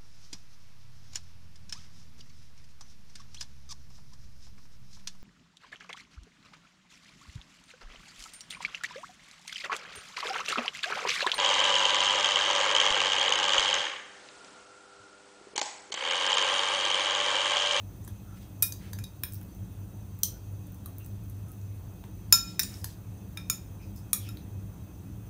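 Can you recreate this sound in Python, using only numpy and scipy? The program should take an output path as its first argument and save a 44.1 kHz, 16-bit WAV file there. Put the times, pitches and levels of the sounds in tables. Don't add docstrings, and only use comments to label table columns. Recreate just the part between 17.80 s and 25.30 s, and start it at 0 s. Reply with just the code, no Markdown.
import sys
import numpy as np
from scipy import signal
from scipy.fft import rfft, irfft, next_fast_len
from scipy.io import wavfile
from scipy.ndimage import uniform_filter1d, map_coordinates

SR = 44100
rng = np.random.default_rng(int(sys.argv[2]) if len(sys.argv) > 2 else 0)


def wrap_up_sound(samples):
    columns = np.atleast_2d(samples).T
    tamed = np.clip(columns, -1, 1)
    steps = np.round(tamed * 32767).astype(np.int16)
    wavfile.write(sys.argv[1], SR, steps)


def decibels_to_gain(level_db):
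    exponent = np.asarray(level_db, float) / 20
    return 10 ** exponent


N = 330660

# pitch_hz, t60_s
TILE_DECAY = [(600, 0.17), (2000, 0.25), (5500, 0.24), (10000, 0.17), (15000, 0.206)]

# start_s, hum_db, hiss_db
STOVE_LEVELS = [
    (0.0, -42, -62.5),
    (7.5, -41, -63),
]
# pitch_hz, level_db (per hertz)
HUM_COLOUR = [(13, -57), (22, -24.5), (38, -17.5), (65, -6.5), (102, -1), (130, -10), (202, -12),
              (228, -22), (267, -16), (476, -27), (850, -31.5), (2350, -45), (2600, -43), (3380, -61.5),
              (5720, -120)]
# pitch_hz, width_hz, lift_db
MOTOR_TONES = [(50.6, 8, 3.7), (101.4, 10, 8.1), (180, 10, 6), (202, 14, 7), (272.4, 5, 2), (308, 6, 8)]
# pitch_hz, level_db (rms)
MAINS_TONE = (50.3, -55)
# pitch_hz, level_db
HISS_COLOUR = [(880, -28), (1500, -5.5), (2350, -28.5), (2600, -2.5), (5210, -6), (6090, -0.5),
               (8010, -1.5), (9370, -3.5), (10800, -4), (14600, 1), (15600, -13)]
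# pitch_hz, width_hz, lift_db
PIPE_TONES = [(2526, 39, 21.5), (2645, 72, 8), (3230, 97, 10), (3530, 40, 11.5), (3860, 56, 11.5),
              (4245, 40, 8.5), (4610, 27, 12.5), (4880, 35, 5), (5300, 43, 7.5), (6100, 89, 15),
              (6464, 52, 10.5), (6655, 45.6, 0), (7050, 55, -9), (8900, 180, 2), (9100, 150, 8.5),
              (9550, 72, 13.5), (12530, 120, 7), (14500, 180, -4), (14700, 100, 7), (14800, 340, 12)]

# start_s, length_s, level_db, pitch_hz
FOOD_DRAGS = [(.55, .04, -65, 6000), (.56, .03, -63, 2100), (.6, .05, -62, 3400), (.97, .15, -60, 2000),
              (4.498, .027, -68, 12000), (4.8, .25, -57, 9000), (5.05, .1, -60, 5500),
              (4.95, .09, -62, 11000), (4.85, .15, -60, 2200), (4.6, .18, -58, 4500),
              (6.15, .06, -62, 11000), (6.4, .1, -62, 4500)]
# start_s, length_s, level_db, pitch_hz (band
GLASS_SQUEAKS = [(.42, .17, -66, 1330), (1.551, .01, -56, 5500), (2.5, .1, -70, 1460),
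                 (3.195, .03, -61, 2700), (3.62, .12, -70, 1300), (3.68, .02, -63.5, 9400),
                 (4.498, .027, -67.5, 5300), (4.938, .008, -46, 5350), (5.011, .01, -59, 5050),
                 (5.99, .07, -64, 2450), (6.01, .05, -67, 5200), (6.15, .05, -64, 5200),
                 (6.44, .065, -55, 2560), (6.39, .06, -59, 3400), (6.43, .03, -62, 3050),
                 (4.236, .007, -48, 900), (6.345, .03, -58, 1230), (.277, .025, -62, 3400),
                 (6.44, .06, -63, 5400)]
# start_s, peak_db, pitch_hz (snap centre), knock_db
WET_TICKS = [(0.2409, -46, 8000, -27.5), (0.2483, -41, 8690, -27), (1.5224, -35, 8800, -31),
             (1.535, -31, 13800, -36.5), (1.5439, -31, 13200, -33), (1.6132, -42.5, 11700, -4),
             (1.6294, -42, 14500, -21), (1.7489, -45, 13900, -27), (2.389, -40, 14700, -17),
             (2.8689, -43, 12400, -25), (2.9207, -43, 14500, -24), (2.9452, -42, 15200, -22.5),
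             (3.1833, -31, 14800, -38.5), (3.246, -45, 8300, -15), (3.262, -36, 14100, -29),
             (3.4362, -46, 12600, -26), (3.498, -38.5, 13100, -32), (3.683, -47, 8820, -19),
             (3.6994, -56, 9910, -18.5), (3.7172, -36.5, 13800, -33), (3.814, -49, 6530, -18),
             (4.239, -47.5, 3000, 2), (4.832, -21.5, 9100, -25), (4.834, -25.5, 4750, -15),
             (5.5301, -47, 14600, -13), (6.1609, -40, 12600, -24.5), (6.4894, -34, 12100, -13),
             (6.571, -38, 3900, -14)]

# pitch_hz, split_hz, t60_s
FREE_TONES = [(1364, 2, .55), (2466, 7, .6), (3772, 11, .5), (5240, 12, .4), (6980, 12, .4)]
# pitch_hz, split_hz, t60_s
RIM_TONES = [(2560, 14, .12), (3772, 11, .4), (5270, 16, .36), (6980, 12, .36), (8900, 60, .2)]
# pitch_hz, split_hz, t60_s
HELD_TONES = [(1362, 6, .1), (2460, 3, .36), (3775, 22, .15), (5240, 25, .2), (6982, 25, .12)]
# pitch_hz, split_hz, t60_s
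LOADED_TONES = [(1340, 10, .24), (2405, 14, .28), (3690, 22, .3), (5300, 30, .27), (6945, 25, .26)]
FREE_RADIATION = [-6, -5.5, -3.7, -5.5]
RIM_RADIATION = [2.5, 2, -7, -2]
HELD_RADIATION = [-5, -1.5, -5, -13]
LOADED_RADIATION = [1.5, -1.5, -1.4, -2.2]
# start_s, strength_db, favoured_tone (0-4), loss_db (a tone away), lowest_tone_db
FREE_CHIMES = [
    (4.524, -17, 3.3, 5.5, 2.5),
]
RIM_BLOWS = [
    (4.7936, -35, 1.8, 8, 1),
    (4.8317, -34, 2.9, 16, -5),
]
HELD_BLOWS = [
    (0.8255, -33, 0.77, 2.5, -7),
    (1.1872, -60, 1.9, -6, -6),
    (1.2401, -44.5, 2, 14, -4),
    (1.4343, -46.5, 3.9, 0.5, -10),
    (6.3315, -53, 1.1, 10, -14),
    (6.4874, -56, 0.5, -2.5, 5.5),
]
LOADED_BLOWS = [
    (5.5732, -41, 1.67, 8.5, 5),
    (5.6984, -33.5, 4.6, 2.5, 3),
    (6.1604, -64, 3.4, 10, -2),
]
CLUSTER = [(0, 1), (1, .45), (-2.3, .35)]

# pitch_hz, width_hz, level_db
CRACK_BANDS = [(3460, 460, -17.5), (4510, 1500, -7.5), (6360, 950, 4), (9130, 760, 1), (11440, 3200, 4),
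               (14600, 1600, -17.5)]
# pitch_hz, width_hz, level_db
THUD_BANDS = [(985, 230, -1), (1680, 330, 0)]
# pitch_hz, width_hz, level_db
OPEN_ARMS = [(1650, 82, -8), (2430, 100, 0), (3700, 88, -4), (5220, 110, -5), (6930, 120, -19),
             (8730, 95, -16), (10800, 110, -15), (11600, 89, -20), (14000, 110, -28), (14600, 200, -25)]
LOOSE_ARMS = [(1750, 130, -18), (1950, 100, -20), (3770, 140, -16), (5240, 70, -9), (6530, 70, -6),
              (7610, 120, -9), (8970, 80, 1), (9670, 290, -11), (11200, 130, -5), (11870, 100, -3),
              (12230, 110, -4), (13200, 96, 0), (14100, 110, -7), (15300, 160, -2)]
PINCHED_ARMS = [(1240, 190, -21.5), (3240, 92, -8), (4250, 440, -8), (5430, 340, -9), (6060, 110, 2.5),
                (7160, 100, -19), (7620, 130, -2.5), (8740, 170, 1), (9360, 180, -9), (10500, 65, -6),
                (12100, 120, 1), (12470, 100, -18), (13650, 92, -1), (14600, 180, 1)]
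WIDE_ARMS = [(1230, 90, -13), (2410, 110, -13), (3400, 30, -5), (3850, 130, -10), (5390, 130, -13),
             (6170, 110, -9), (6830, 140, -11), (7800, 180, -14), (9020, 190, -2), (9400, 160, 0),
             (11100, 180, -2), (11800, 120, -3), (12900, 84, -4), (15400, 110, -7)]
CROSSED_ARMS = [(1790, 150, -10), (2540, 130, -7), (3770, 160, -9), (4710, 85, -12), (5330, 120, -2),
                (5850, 100, -4), (7010, 99, -8), (7630, 100, -14), (9010, 60, 0), (10900, 110, -12),
                (11900, 120, -4), (12700, 140, -6), (13400, 87, -9), (15400, 110, -3)]
LIGHT_ARMS = [(1690, 180, -8), (3840, 99, -1), (4740, 64, 5), (6200, 53, 7), (7300, 81, -4),
              (8900, 320, -5), (11400, 140, -16), (12100, 120, -13), (13800, 160, -14), (15200, 180, -17)]
BARE_TIPS = [(1190, 78, 3), (3930, 150, -5), (8800, 120, 0), (9450, 140, -18), (10440, 170, -2),
             (11700, 140, 3), (12600, 110, -2), (14800, 140, 0)]
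GRAZING_ARMS = [(1650, 140, -9), (2440, 96, -7), (3400, 60, -7), (3800, 93, -6), (5270, 70, -5),
                (6980, 160, -15), (8820, 85, -7), (9730, 210, -6), (11900, 130, -2), (12300, 98, -6),
                (13300, 210, -4), (14000, 140, -5), (14800, 120, -9), (15500, 170, -8)]
SWUNG_ARMS = [(2480, 110, -12), (3770, 35, 1), (4400, 90, -14), (5240, 70, 2), (5850, 80, -5),
              (6330, 90, -7), (6980, 60, -2), (8800, 110, -11), (11030, 100, -7), (11360, 90, -5),
              (11980, 110, -2), (12920, 100, -5), (13590, 100, -6), (15550, 100, -8)]
CLOSING_ARMS = [(1370, 110, -12), (2450, 130, -9), (3730, 130, -14), (5260, 130, -4), (6480, 82, -5),
                (6960, 91, 0), (8120, 120, -17), (8770, 86, -5), (9040, 89, -3), (11200, 130, -11),
                (12200, 240, -10), (13300, 150, -13), (14900, 110, -12), (15500, 120, -7)]
BRUSHING_ARMS = [(3070, 250, -10), (4220, 140, -3), (4820, 110, -2), (6040, 110, -4), (6920, 86, -5),
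                 (7760, 100, -3), (8970, 120, -13), (10700, 64, -3), (11100, 100, -4), (11700, 94, 0),
                 (12000, 97, -1), (13800, 95, -7), (14400, 100, -5), (15200, 150, -6)]
# start_s, peak_db, brightness_db (an octave), crack_db, thud_db
OPEN_HITS = [
    (1.1872, -37, -12, 2.5, -11),
    (5.5722, -26.5, 3, -7.5, -15),
]
LOOSE_HITS = [
    (0.8236, -7, 0.44, -2.4, -31.5),
]
PINCHED_HITS = [
    (2.4327, -9, 0.3, -1.7, -44),
]
WIDE_HITS = [
    (6.331, -7.5, 0.033, -2, -31.5),
]
CROSSED_HITS = [
    (4.7936, -9.5, 0.37, -10, -25.5),
]
LIGHT_HITS = [
    (0.9223, -29, -0.44, 3.4, -16),
    (1.1318, -32, 0.46, 2, -7),
    (1.2386, -35.5, 0.1, 3.7, -28),
]
TIP_HITS = [
    (0.2768, -42.5, 0.98, 7.5, 0),
    (3.0589, -30.5, 0.1, -6.5, -28),
]
GRAZING_HITS = [
    (1.4349, -15.5, 1.4, -18, -22),
]
SWUNG_HITS = [
    (4.5246, 1.2, 0.5, -8.5, -20),
]
CLOSING_HITS = [
    (5.6989, -13, 0.32, -1, -21),
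]
BRUSHING_HITS = [
    (5.0429, -23, 0.5, -0.5, -9.5),
]
# delay_s, level_db
LOOSE_CHATTER = [
    (.0032, -4),
    (.0062, -8),
]
CROSSED_CHATTER = [
    (.0045, -3.5),
]


def unit(x):
    return x / np.sqrt(np.mean(x ** 2) + 1e-20)


def along(points, hz):
    f, v = np.transpose(points)
    return np.interp(np.log(hz + 1), np.log(f), v)


def filtered(x, response):
    m = next_fast_len(len(x) + 4096)
    return irfft(rfft(x, m) * response(np.fft.rfftfreq(m, 1 / SR)), m)[:len(x)]


def resonances(modes):
    def response(f):
        return sum(decibels_to_gain(db) * 1j * f * width / (hz * hz - f * f + 1j * f * width) for hz, width, db in modes)
    return response


def add(track, start_s, sound):
    part = track[round(start_s * SR):][:len(sound)]
    part += sound[:len(part)]


def half_second():
    return np.arange(SR // 2) / SR


def burst(t60_s):
    t = half_second()
    rise = 1 - np.exp(-t / .0003)
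    return rng.standard_normal(len(t)) * decibels_to_gain(-60 * t / t60_s) * rise / 2


def tiled(x, echo_db):
    hz, t, z = signal.stft(rng.standard_normal(SR // 2), SR, nperseg=256)
    fade_db = -60 * t / along(TILE_DECAY, hz)[:, None]
    near, far = decibels_to_gain(fade_db), decibels_to_gain(-21 + .45 * fade_db)
    tail = signal.istft(z * (near + far), SR, nperseg=256)[1]
    delayed = np.pad(x, (200, 0))
    late = signal.fftconvolve(delayed, tail / np.linalg.norm(tail))[:len(x)]
    return x + decibels_to_gain(echo_db) * late


def steady(spectrum, peaks, patchy_db):
    z = signal.stft(rng.standard_normal(N), nperseg=512)[2]
    patches = uniform_filter1d(rng.standard_normal(z.shape), 6, 0)
    patches = uniform_filter1d(patches, 16, 1)
    x = signal.istft(z * decibels_to_gain(patchy_db * unit(patches)), nperseg=512)[1][:N]

    def colour(f):
        lift_db = sum(db / (1 + (2 * (f - hz) / width) ** 2) for hz, width, db in peaks)
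        return decibels_to_gain(along(spectrum, f) + lift_db)
    return unit(filtered(x, colour))


def stove():
    start_s, hum_db, hiss_db = np.transpose(STOVE_LEVELS)
    t = np.arange(N) / SR
    hum = decibels_to_gain(np.interp(t, start_s, hum_db)) * steady(HUM_COLOUR, MOTOR_TONES, patchy_db=1)
    mains_hz, mains_db = MAINS_TONE
    hum += decibels_to_gain(mains_db + 2) * np.sin(2 * np.pi * mains_hz * t)
    hiss = steady(HISS_COLOUR, PIPE_TONES, patchy_db=-0.5)
    return hum + decibels_to_gain(np.interp(t, start_s, hiss_db)) * hiss


def slides(strokes, width):
    out, t = np.zeros(N), half_second()
    for start_s, length_s, db, hz in strokes:
        grains = rng.standard_normal(len(t)) * decibels_to_gain(3 * rng.standard_normal(len(t)))
        swell = np.sin(np.pi * np.clip(t / length_s, 0, 1))
        rub = swell * unit(filtered(grains, resonances([(hz, width * hz, 0)])))
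        add(out, start_s, decibels_to_gain(db) * tiled(rub, echo_db=-2.5))
    return out


def ticks():
    out = np.zeros(N)
    for start_s, db, hz, knock_db in WET_TICKS:
        snap = filtered(burst(.01), resonances([(hz, .2 * hz, 0), (13000, 4000, -12)]))
        knock = filtered(burst(.02), resonances([(1300, 900, 0)]))
        both = snap / np.abs(snap).max() + decibels_to_gain(knock_db - 2) * knock / np.abs(knock).max()
        add(out, start_s, decibels_to_gain(db) * tiled(both, echo_db=-5))
    return out


def bowl(chimes, tones, radiation_db, lasting):
    out, t = np.zeros(N), half_second()
    waver_hz, waver_rad = 60, 0.2
    first_db, first_db_per_tone, first_t60_s = 4, 3.5, .12
    for start_s, blow_db, favoured, loss_db, lowest_db in chimes:
        distance = np.abs(np.arange(len(tones)) - favoured)
        levels_db = blow_db + np.array([lowest_db, *radiation_db]) - loss_db * distance
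        knots = rng.standard_normal((len(tones), 64))
        ring = np.zeros(len(t))
        for order, (hz, split_hz, t60_s) in enumerate(tones):
            waver = waver_rad * map_coordinates(knots[order], [t * waver_hz])
            fade = decibels_to_gain(levels_db[order] - 10.5 - 60 * t / (lasting * t60_s))
            fade *= 1 + decibels_to_gain(first_db + first_db_per_tone * order - 60 * t / first_t60_s)
            for offset, share in CLUSTER:
                phase = 2 * np.pi * (hz + offset * split_hz) * t + order * waver
                ring += fade * share * np.sin(phase)
        add(out, start_s + .001, tiled(ring * (1 - np.exp(-t / .0005)), echo_db=-8))
    return out


def tongs(clacks, grip, rebounds=()):
    out, t = np.zeros(N), half_second()
    rattle_t60_s = .025
    hz, width, level_db = np.transpose(grip)[:, :, None]
    for start_s, db, bright_db, crack_db, thud_db in clacks:
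        lag, phase = rng.random((2, len(grip), 1))
        since = np.maximum(t - .07 * rattle_t60_s * lag ** 2, 0)
        fade = width * np.exp(-np.pi * 1.25 * width * since) * (1 - np.exp(-since / .0002))
        tone = np.sin(2 * np.pi * (hz * since + phase))
        ring = (decibels_to_gain(level_db + bright_db * np.log2(hz)) * fade * tone).sum(axis=0)
        crack = filtered(burst(rattle_t60_s), resonances(CRACK_BANDS))
        crack = filtered(crack, resonances([(9000, 14000, 0)]))
        thud = filtered(np.exp(-t / .0001), lambda f: sum(resonances([mode])(f) ** 2 for mode in THUD_BANDS))
        parts = [(ring, 0), (crack, crack_db), (thud, thud_db + 1)]
        steel = sum(decibels_to_gain(gain_db) * part / np.linalg.norm(part) for part, gain_db in parts)
        steel = tiled(steel, echo_db=-6)
        for delay_s, rebound_db in [(0, 0), *rebounds]:
            add(out, start_s + delay_s, decibels_to_gain(db + 11.5 + rebound_db) * steel)
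    return out


def scene():
    rubs = slides(FOOD_DRAGS, width=.9) + slides(GLASS_SQUEAKS, width=.075)
    glass = bowl(FREE_CHIMES, FREE_TONES, FREE_RADIATION, lasting=1.05)
    glass += bowl(RIM_BLOWS, RIM_TONES, RIM_RADIATION, lasting=1.15)
    glass += bowl(HELD_BLOWS, HELD_TONES, HELD_RADIATION, lasting=.95)
    glass += bowl(LOADED_BLOWS, LOADED_TONES, LOADED_RADIATION, lasting=.8)
    steel = sum(tongs(clacks, grip) for clacks, grip in (
        (OPEN_HITS, OPEN_ARMS), (SWUNG_HITS, SWUNG_ARMS), (CLOSING_HITS, CLOSING_ARMS),
        (LIGHT_HITS, LIGHT_ARMS), (BRUSHING_HITS, BRUSHING_ARMS), (PINCHED_HITS, PINCHED_ARMS),
        (WIDE_HITS, WIDE_ARMS), (TIP_HITS, BARE_TIPS), (GRAZING_HITS, GRAZING_ARMS)))
    steel += tongs(LOOSE_HITS, LOOSE_ARMS, LOOSE_CHATTER)
    steel += tongs(CROSSED_HITS, CROSSED_ARMS, CROSSED_CHATTER)
    return (stove() + rubs + ticks() + glass + steel)[None]


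def low_pass(x):
    return signal.sosfilt(signal.butter(12, 17020, fs=SR, output="sos"), x)


def record(dry):
    def edge(hz, top_hz):
        return np.clip((top_hz - hz) / 120 + .5, 0, 1) ** 2
    capped = dry[0] / (1 + np.abs(dry[0] / .9) ** 4) ** .25
    limited = filtered(capped, lambda hz: edge(hz, 15790) + decibels_to_gain(-42) * edge(hz, 16700))
    return low_pass(limited[None])


dry = scene()
out = record(dry)
wrap_up_sound(out)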